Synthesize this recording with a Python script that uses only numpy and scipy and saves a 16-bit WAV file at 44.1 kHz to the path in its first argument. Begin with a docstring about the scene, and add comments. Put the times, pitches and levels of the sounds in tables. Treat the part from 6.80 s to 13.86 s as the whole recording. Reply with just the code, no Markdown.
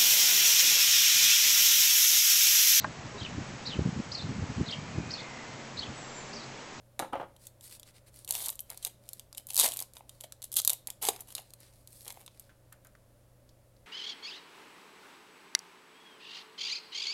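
"""Over a low hum and faint hiss, scissors clatter onto a table; then hands open a foil card pack up close.
Fingers rub the wrapper and each pull strains it into crackle: creases snap, panels buckle with a
hollow pop and the seam rips in short runs. The cards slide out and tap together in the hand.
A small room answers, most audibly on the scissors."""
import sys
import numpy as np
from scipy import signal
from scipy.fft import rfft, irfft, next_fast_len
from scipy.io import wavfile
from scipy.ndimage import uniform_filter1d, map_coordinates

SR = 44100
rng = np.random.default_rng(int(sys.argv[2]) if len(sys.argv) > 2 else 0)


def wrap_up_sound(samples):
    """Save the sound to the file named by the first command line argument, as 16-bit audio."""
    columns = np.atleast_2d(samples).T
    # keep every value between -1 and 1, then stretch to whole-number steps
    tamed = np.clip(columns, -1, 1)
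    steps = np.round(tamed * 32767).astype(np.int16)
    wavfile.write(sys.argv[1], SR, steps)


N = 311346

# papery tone of the flexing foil sheet: freq_hz, gain_db
SHEET_EQ = [(100, -30), (280, -10), (550, -4), (820, -0.5), (1450, -12.5), (2300, -6), (4000, -25.5)]


def amp(db):
    """Decibels to gain."""
    return 10 ** (np.asarray(db) / 20)


def unit(x):
    """Scale to rms 1."""
    return x / np.sqrt(np.mean(x ** 2) + 1e-20)


def along(points, hz):
    """Read a curve of (freq_hz, value) points on a log frequency axis."""
    freqs, values = np.transpose(points)
    return np.interp(np.log(hz + 1), np.log(freqs), values)


def tilt(hz, bright_db):
    """Tilt EQ in dB, pivoting at 7 kHz."""
    return bright_db * np.log(np.clip(hz, 2000, 13000) / 7000)


def wobble(size, count):
    """A smooth random curve of size points with about count knots."""
    knots = rng.standard_normal(count + 1)
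    fine = map_coordinates(knots, [np.linspace(0, count, 10 * count)], mode="nearest")
    return np.interp(np.linspace(0, len(fine) - 1, size), np.arange(len(fine)), fine)


def coloured(x, gain_db, size=2048):
    """Minimum-phase EQ; gain_db is a function of frequency."""
    cepstrum = irfft(np.log(amp(gain_db(np.fft.rfftfreq(size, 1 / SR)))))
    cepstrum[1:size // 2] *= 2
    cepstrum[size // 2 + 1:] = 0
    return signal.oaconvolve(x, irfft(np.exp(rfft(cepstrum))))[:len(x)]


def evened(burst, size=2048, count=60):
    """Fill a burst's broad spectral holes so that it cracks across the whole band."""
    power = uniform_filter1d(np.abs(rfft(burst, size)) ** 2, count)
    return coloured(burst, lambda hz: -10 * np.log10(np.abs(power) + 1e-20), size=size)


def add(track, start_s, sound):
    """Mix a sound into the track at start_s."""
    rest = track[round(start_s * SR):]
    rest[:len(sound)] += sound[:len(rest)]


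def stick_slip(rate, spread_db, release_ms):
    """Envelope of rms 1: the foil catches and lets go unevenly, about rate times a second."""
    turns = np.cumsum(rng.gamma(4, 1 / 4, N // 20))
    slips = np.searchsorted(np.cumsum(rate) / SR, turns)
    slips = slips[slips < N]
    strength = amp(spread_db * np.clip(rng.standard_normal(len(slips)), -2, 2))
    energy = np.zeros(N)
    energy[slips] = strength ** 2 / rate[slips]
    fade = np.exp(-2000 / (release_ms * SR))
    return unit(np.sqrt(signal.lfilter([1], [1, -fade], energy)))


def pull(start, end, attack_s=.012, release_s=.012):
    """Strain of one pull: it builds, holds and dies away once the fingers ease off."""
    strain = np.zeros(N)
    t = start + np.arange(round((end - start) * SR) + SR // 5) / SR
    attack = np.clip((t - start) / attack_s, 0, 1)
    release = np.exp(-np.maximum(t - end, 0) / release_s)
    add(strain, start, attack * release)
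    return strain


def room_tone(air_db=-64.5, waver_db=1):
    """A bed of steady room noise and the slightly wavering hum of an appliance."""
    # rumble and hiss of the room: freq_hz, gain_db
    air_eq = [(20, -1), (50, 5), (75, -1), (160, -4), (330, -7), (450, -11), (560, -0.5), (750, -13),
              (1300, -18.5), (2500, -24), (6000, -26.5), (11000, -23), (16000, -29.5)]
    # hum partials: pitch_hz, level_db
    partials = [(54, -75), (93, -73), (119.7, -66.5)]
    t = np.arange(N) / SR
    hum = np.zeros(N)
    for hz, db in partials:
        peak = np.sqrt(2) * amp(db + waver_db * wobble(N, count=30))
        hum += peak * np.sin(2 * np.pi * hz * t + .3 * wobble(N, count=20))
    air = unit(coloured(rng.standard_normal(N), lambda hz: along(air_eq, hz), size=8192))
    return hum + amp(air_db) * air


def scissors(knock_t60=0.081, clack_t60=0.016, resonance_db=5, rise_s=0.00077):
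    """Each contact knocks the table top and makes the loose blades clack."""
    # the scissors land and rock: start_s, knock_db, clack_db
    contacts = [(0.193, -30.5, -25.5), (0.1976, -30.5, -27.5), (0.222, -30, -65), (.245, -38.5, -68),
                (0.325, -38, -61), (0.331, -25.5, -47.5), (0.354, -30, -56), (0.37, -37, -70),
                (.398, -30.5, -66), (.412, -34, -59), (0.428, -36.5, -67)]
    # table top resonances: pitch_hz, half_width_hz, prominence_db
    modes = [(551, 25, 18), (717, 18, 8), (850, 66, 13), (1210, 55, 9), (1580, 25, 0), (3000, 200, -1)]
    # body of the knock: freq_hz, gain_db
    knock_eq = [(70, -18), (170, -8.5), (400, -2), (880, -3), (1450, -9), (1900, -15), (3200, -22.5),
                (4600, -35), (10000, -46)]
    # steel clack of the blades: freq_hz, gain_db
    steel_eq = [(400, -18), (1400, 7.5), (3200, -0.5), (3950, 7), (4900, -3.5), (9000, 6), (13000, -2),
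                (16000, -20)]
    t = np.arange(SR // 4) / SR
    track = np.zeros(N)
    peaks = lambda hz: sum(amp(db / 2) / (1 + ((hz - f) / width) ** 2) for f, width, db in modes)
    wood = lambda hz: along(knock_eq, hz) + resonance_db * peaks(hz)
    blow = amp(-60 * t / knock_t60) * (1 - np.exp(-t / rise_s))
    for start, knock_db, clack_db in contacts:
        knock = unit(coloured(rng.standard_normal(len(t)), wood))
        clack = unit(coloured(rng.standard_normal(len(t)), lambda hz: along(steel_eq, hz)))
        add(track, start, knock * amp(knock_db) * blow + clack * amp(clack_db - 60 * t / clack_t60))
    return track


def snaps(trim_db=-6, ring_db=-20, ring_s=.004, neutral_bright_db=5, size_spread=.09):
    """A crease gives way in a run of tiny slips; the facet around it rings briefly."""
    # creases and card edges snapping through: start_s, level_db, brightness_db, decay_ms
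    hits = [(.564, -58.5, -1, 2.4), (0.6689, -44, 9, 2), (.8098, -53.5, 3, 0.56), (0.9973, -49, 7, 0.49),
            (1.0312, -50.5, -3.5, 0.33), (1.447, -46.5, 7, 1.1), (1.4771, -42.5, 1, 1.2),
            (1.49, -38.5, 11, 1.3), (1.5082, -25.5, 11, 0.61), (1.5236, -35, 11, 0.54),
            (1.5524, -31.5, 2, 0.34), (1.6593, -33.5, 10, 1.7), (1.6842, -31.5, 9.5, 2.1),
            (1.6918, -36, -2.5, 1.2), (1.7016, -33, 23, 1.7), (1.7555, -48, 17, 0.53),
            (1.7925, -39, 4, 0.69), (1.8051, -37, 29, .5), (1.9019, -39, 5, 1), (1.9748, -44, 5.5, 0.46),
            (2.0265, -43.5, 3, 14), (2.0492, -28.5, 5, 0.6), (2.29, -41.5, 9, 0.66),
            (2.3326, -40, 11, 0.28), (2.3958, -44, 3.5, 0.52), (2.528, -48.5, -3, .6),
            (2.5485, -49, -0.5, 1.2), (2.5745, -42.5, 11, 1.2), (2.58, -37.5, 5, 1),
            (2.6696, -43.5, 17, .8), (2.7048, -36.5, 2.5, 1.7), (2.7449, -32.5, 12.5, 0.45),
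            (2.7572, -32, 8, 0.72), (2.766, -26.5, 6, .5), (2.7775, -24, 6, 0.36), (2.785, -31.5, 5, 0.58),
            (2.7908, -25.5, 1.5, .7), (2.7951, -27, 3.5, .5), (2.7978, -17.5, 5, 1.2),
            (2.8042, -24.5, 3.5, 0.99), (2.8083, -27, 1.5, 0.64), (2.8116, -25, 2.5, 0.85),
            (2.8318, -33, 6.5, .8), (2.842, -25.5, 4.5, 3.4), (2.8548, -28, 15.5, 1.4),
            (2.8598, -27, 1, 2.8), (2.864, -32, 17, 1), (2.878, -33, 5, 1.725), (2.8882, -34.5, 8, 0.9),
            (2.9205, -36, 4, 0.54), (2.9397, -42, 12, 1.3), (2.971, -34, 12, 0.79), (2.9913, -36, 2, 1.1),
            (3.0029, -34, 15, 0.55), (3.024, -37, 5, 0.4), (3.136, -53, 7, 0.77), (3.1682, -47, -7.5, 1.3),
            (3.2944, -46, 1.5, 0.85), (3.4091, -43, 5, 0.56), (3.4378, -44.5, -1, 7),
            (3.5227, -43.5, -1.5, 1.1), (3.62, -45, 0.5, 0.33), (3.6266, -44, 3.5, .4),
            (3.642, -38.5, 6.5, 1.8), (3.718, -42, 9, .6), (3.7265, -40, 12.5, .5),
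            (3.7304, -43, 9.5, 0.45), (3.7407, -35, 12, 1.4), (3.757, -38, 10, 0.51),
            (3.7682, -22, 8.5, 0.67), (3.8002, -30.5, -0.5, .4), (3.818, -37, 11, .4),
            (3.8494, -26, 7.5, 0.26), (3.8757, -19, 8.5, 2.6), (3.896, -25.5, 3.5, .8),
            (3.902, -24, 8.5, 1.33), (3.9322, -31, 11, 1.213), (4.0725, -34.5, 8.5, 0.22),
            (4.1029, -37, 6, 0.66), (4.2253, -36.5, 12, 2), (4.252, -30, 1.5, 1.2), (4.2705, -64, 9, 1.5),
            (4.2867, -22.5, 2.5, 4), (4.305, -41, 13, 1.5), (4.3618, -47.5, -3.5, 2.2),
            (4.4063, -40.5, 15.5, 2.9), (4.5513, -33, 3.5, 0.38), (4.5812, -42.5, -9, 2.02),
            (4.7055, -56.5, 0, 0.45), (4.7364, -47.5, 2, 1.3), (4.804, -55.5, 11, 1.2),
            (5.0743, -50, 4.5, 1), (5.256, -52, 2, 1.1), (5.2795, -40, 5, 0.76), (5.2861, -52, 1, 0.82),
            (5.303, -43, -1, 4.2), (5.324, -48.5, 13, 0.56), (5.4624, -49, 3.5, 3.4),
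            (5.4786, -49.5, -11, 0.32), (5.597, -46, 15, 0.35), (5.926, -51.5, 11, 1.2),
            (6.048, -58.5, 12, 0.91), (6.07, -58.5, 12, 0.85)]
    # crisp tone of a crease: freq_hz, gain_db
    crease_eq = [(300, -27), (900, -12.5), (1750, -22), (2600, -13), (3500, -0.5), (5700, -6.5), (7500, 1),
                 (12000, 0.5), (14500, -5.5), (16300, -25.5)]
    t = np.arange(SR // 40) / SR
    track = np.zeros(N)
    ring = amp(ring_db) * np.exp(-t / ring_s)
    for start, db, bright_db, decay_ms in hits:
        envelope = np.exp(-t * 1000 / decay_ms) + ring
        size = np.exp(size_spread * rng.standard_normal())  # a larger facet rings lower, below 6 kHz
        crack = evened(envelope * rng.standard_normal(len(t)))
        facet = lambda hz: (along(crease_eq, hz * size ** (hz < 6000))
                            + tilt(hz, bright_db - neutral_bright_db)
                            + 2 * wobble(len(hz), count=40))
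        add(track, start, amp(db + trim_db) * unit(coloured(crack, facet)))
    return track


def rubs(grit=0.84, catches_hz=110, spread_db=5.5):
    """Sliding friction swells and fades with each stroke; each patch of wrapper has its own brightness."""
    # fingers and cards sliding over the wrapper: start_s, end_s, level_db, brightness_db
    strokes = [(0.582, 0.71, -59.5, 0), (0.814, 0.894, -51, 2.5), (0.883, 0.985, -51, 0),
               (1.045, 1.12, -59, -4.5), (1.133, 1.199, -60.5, -5.5), (1.258, 1.302, -60, -3),
               (1.317, 1.452, -57, 1), (1.836, 2.17, -63, -2), (2.195, 2.465, -64.5, 0),
               (3.269, 3.416, -66.5, 0), (4.388, 4.765, -66, -3), (4.775, 4.917, -61, -3.5),
               (4.878, 5.073, -68, 1), (5.059, 5.319, -56, 4.5), (5.3, 5.465, -65.5, 2),
               (5.476, 5.729, -68, -3.5)]
    # swish of the smooth wrapper: freq_hz, gain_db
    slide_eq = [(500, -6.5), (1500, -9), (2300, -4.5), (3100, -5.5), (4400, 1), (6300, -4.5), (8800, 2.5),
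                (12000, -0.5), (15500, -11)]
    track = np.zeros(N)
    catches = stick_slip(np.full(N, catches_hz), spread_db, release_ms=1.0)
    friction = np.hypot(1, grit * catches) * rng.standard_normal(N)
    for start, end, db, bright_db in strokes:
        stroke = friction[round(start * SR):][:round((end - start) * SR) + 1]
        swish = unit(coloured(stroke, lambda hz: along(slide_eq, hz) + tilt(hz, bright_db)))
        swell = np.sin(np.linspace(0, np.pi, len(stroke)))
        add(track, start, amp(db) * swell * swish)
    return track


def rustle(catches_hz=170, usual_db=-53, rate_power=.22, spread_db=4, release_ms=.9, scrape=0.37):
    """The foil gives way in tiny jerks that shake the whole sheet; harder pulling makes them denser."""
    # the fingers pull at the foil: start_s, end_s, crackle_db, flutter_db
    pulls = [(1.474, 1.538, -46, -55), (1.538, 1.676, -57, -53), (1.686, 1.736, -53.5, -64.5),
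             (1.891, 1.936, -55.5, -55), (2.042, 2.073, -43.5, -54), (2.563, 2.603, -55, -65.5),
             (2.678, 2.773, -46, -63.5), (2.776, 2.81, -30.5, -46.5), (2.823, 2.861, -30, -37.5),
             (2.86, 2.962, -45, -58.5), (2.975, 3.019, -47, -53.5), (3.142, 3.193, -58, -66.5),
             (3.4, 3.445, -56.5, -70), (3.629, 3.649, -46.5, -72), (3.718, 3.743, -53.5, -67.5),
             (3.872, 3.932, -44.5, -53.5), (4.07, 4.103, -60.5, -55.5), (4.212, 4.288, -36.5, -46.5),
             (4.305, 4.421, -58, -63), (4.47, 4.525, -53.5, -64.5), (4.556, 4.593, -47, -55.5),
             (5.243, 5.32, -56, -58.5), (5.334, 5.415, -61, -64)]
    # bright crackle of the foil: freq_hz, gain_db
    foil_eq = [(300, -27.5), (900, -21), (1750, -34.5), (2750, -8.5), (3400, -2.5), (5600, -9),
               (7500, -3.5), (11500, 1), (14000, -3.5), (16000, -21)]
    crackle, flutter = np.zeros((2, N))
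    for start, end, crackle_db, flutter_db in pulls:
        strain = pull(start, end)
        crackle += amp(crackle_db) * strain
        flutter += amp(flutter_db) * strain
    rate = catches_hz * np.maximum(crackle / amp(usual_db), .1) ** rate_power
    jerks = unit(np.hypot(stick_slip(rate, spread_db, release_ms), scrape))
    # the sound wanders between four facets of different colour as the pack changes shape
    shares = np.array([amp(5 * wobble(N, count=120)) for _ in range(4)])
    shares /= np.linalg.norm(shares, axis=0)
    facet = lambda hz: along(foil_eq, hz) + 2 * wobble(len(hz), count=90)
    foil = sum(unit(coloured(share * jerks * rng.standard_normal(N), facet)) for share in shares) / 2
    sheet = unit(coloured(jerks * rng.standard_normal(N), lambda hz: along(SHEET_EQ, hz)))
    return crackle * foil + flutter * sheet


def pops(trim_db=-2, rough=0.3034, low_cut_hz=255):
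    """A foil panel flips over: a few heavily damped cycles with a papery edge."""
    # hollow pops of buckling panels: start_s, level_db, pitch_hz
    buckles = [(1.505, -39.5, 790), (1.905, -42.5, 910), (2.049, -47, 754), (2.843, -34, 760),
               (2.855, -27.5, 721.3), (2.881, -34.5, 666.2), (3.207, -42.5, 855), (3.441, -39, 623.3),
               (3.904, -39.5, 846), (4.226, -37.5, 847.3), (4.247, -29.5, 859.5), (4.2865, -18, 785),
               (4.286, -26, 427), (4.591, -42.5, 743), (5.372, -41, 750)]
    t = np.arange(SR // 25) / SR
    track = np.zeros(N)
    for start, db, pitch_hz in buckles:
        cycles = t * pitch_hz
        envelope = cycles * np.exp(1 - cycles)
        edge = unit(coloured(rng.standard_normal(len(t)), lambda hz: along(SHEET_EQ, hz)))
        add(track, start, amp(db + trim_db) * envelope * (np.sin(2 * np.pi * cycles) + rough * edge))
    # so small a panel radiates little bass
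    return signal.sosfilt(signal.butter(4, low_cut_hz, "highpass", fs=SR, output="sos"), track)


def tear(catches_hz=400, spread_db=3.0, release_ms=0.87, scrape=.6, attack_s=0.0042, release_s=0.0044):
    """The seam parts in fast, even runs of tiny rips that start and stop abruptly."""
    # runs along the seam: start_s, end_s, level_db, brightness_db
    runs = [(1.535, 1.673, -39, 2), (2.809, 2.837, -28, -2), (3.7626, 3.795, -27, 1.5)]
    # rasp of the ripping seam: freq_hz, gain_db
    rip_eq = [(150, -41), (250, -21.5), (586, -21.5), (780, -14.5), (1700, -19), (2500, -14), (3200, -0.5),
              (4100, 0), (5000, -7.5), (7500, -2.5), (10500, 0.5), (13700, -1.5), (16000, -23.5)]
    catches = stick_slip(np.full(N, catches_hz), spread_db, release_ms)
    rips = np.hypot(catches, scrape) * rng.standard_normal(N)
    track = np.zeros(N)
    for start, end, db, bright_db in runs:
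        seam = unit(coloured(rips, lambda hz: along(rip_eq, hz) + tilt(hz, bright_db)))
        track += amp(db) * pull(start, end, attack_s, release_s) * seam
    return track


def cards(rise_s=0.0013, q=2.8):
    """Card meets card with a dry click that rings at the pitch of the stack or of a single edge."""
    # taps and flicks in the hand: start_s, level_db, t60_s, pitch_hz
    taps = [(5.693, -56.5, 0.1, 1500), (5.922, -54, 0.094, 1360), (6.049, -59.5, 0.16, 1440),
            (6.151, -46, 0.018, 1370), (6.69, -55, 0.033, 4800), (6.965, -61, .02, 4470)]
    t = np.arange(SR // 5) / SR
    track = np.zeros(N)
    for start, db, t60, pitch_hz in taps:
        body = lambda hz: -10 * np.log10(1 + (q * (hz / pitch_hz - pitch_hz / (hz + 1))) ** 2)
        click = unit(coloured(rng.standard_normal(len(t)), body))
        add(track, start, click * amp(db - 60 * t / t60) * (1 - np.exp(-t / rise_s)))
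    return track


def early_echoes(x, echo_db=-15, block=4096):
    """The sound plus weak echoes off hands, table and tin, which shift as the pack moves."""
    echoes = np.zeros(N)
    for start in range(0, N, block):
        for delay_s in rng.uniform(.0007, .005, 3):
            add(echoes, start / SR + delay_s, amp(echo_db) * x[start:start + block])
    return x + echoes


def room_reverb(send, build_s=0.0039, block=4096):
    """The room's diffuse tail changes as the hands move; the treble dies first."""
    # decay of the small room: freq_hz, t60_s
    decay = [(200, 0.37), (800, 0.26), (4000, 0.29), (9000, 0.22), (15000, 0.2)]
    wet = np.zeros(N)
    for start in range(0, N, block):
        hz, t, noise = signal.stft(rng.standard_normal(SR // 2), SR, nperseg=256)
        tail = signal.istft(noise * amp(-60 * t / along(decay, hz)[:, None]), SR, nperseg=256)[1]
        tail *= 1 - np.exp(-(np.arange(len(tail)) / SR / build_s) ** 2)
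        add(wet, start / SR, signal.fftconvolve(send[start:start + block], tail / np.linalg.norm(tail)))
    return wet


def scene(foil_send_db=-16, hollow_send_db=-12, table_send_db=-10):
    """Mono mix: the pack is close and dry; the scissors lie farther off and sound wetter."""
    foil = early_echoes(snaps() + rustle() + tear() + rubs())
    hollow = pops() + cards()
    table = scissors()
    send = amp(foil_send_db) * foil + amp(hollow_send_db) * hollow + amp(table_send_db) * table
    return (foil + hollow + table + room_reverb(send) + room_tone())[None]


def record(dry, top_hz=16300):
    """A brick-wall low-pass takes off the very top."""
    size = next_fast_len(N + SR // 2)
    hz = np.fft.rfftfreq(size, 1 / SR)
    return irfft(rfft(dry, size) / np.sqrt(1 + (hz / top_hz) ** 160), size)[:, :N]


dry = scene()
out = record(dry)
wrap_up_sound(out)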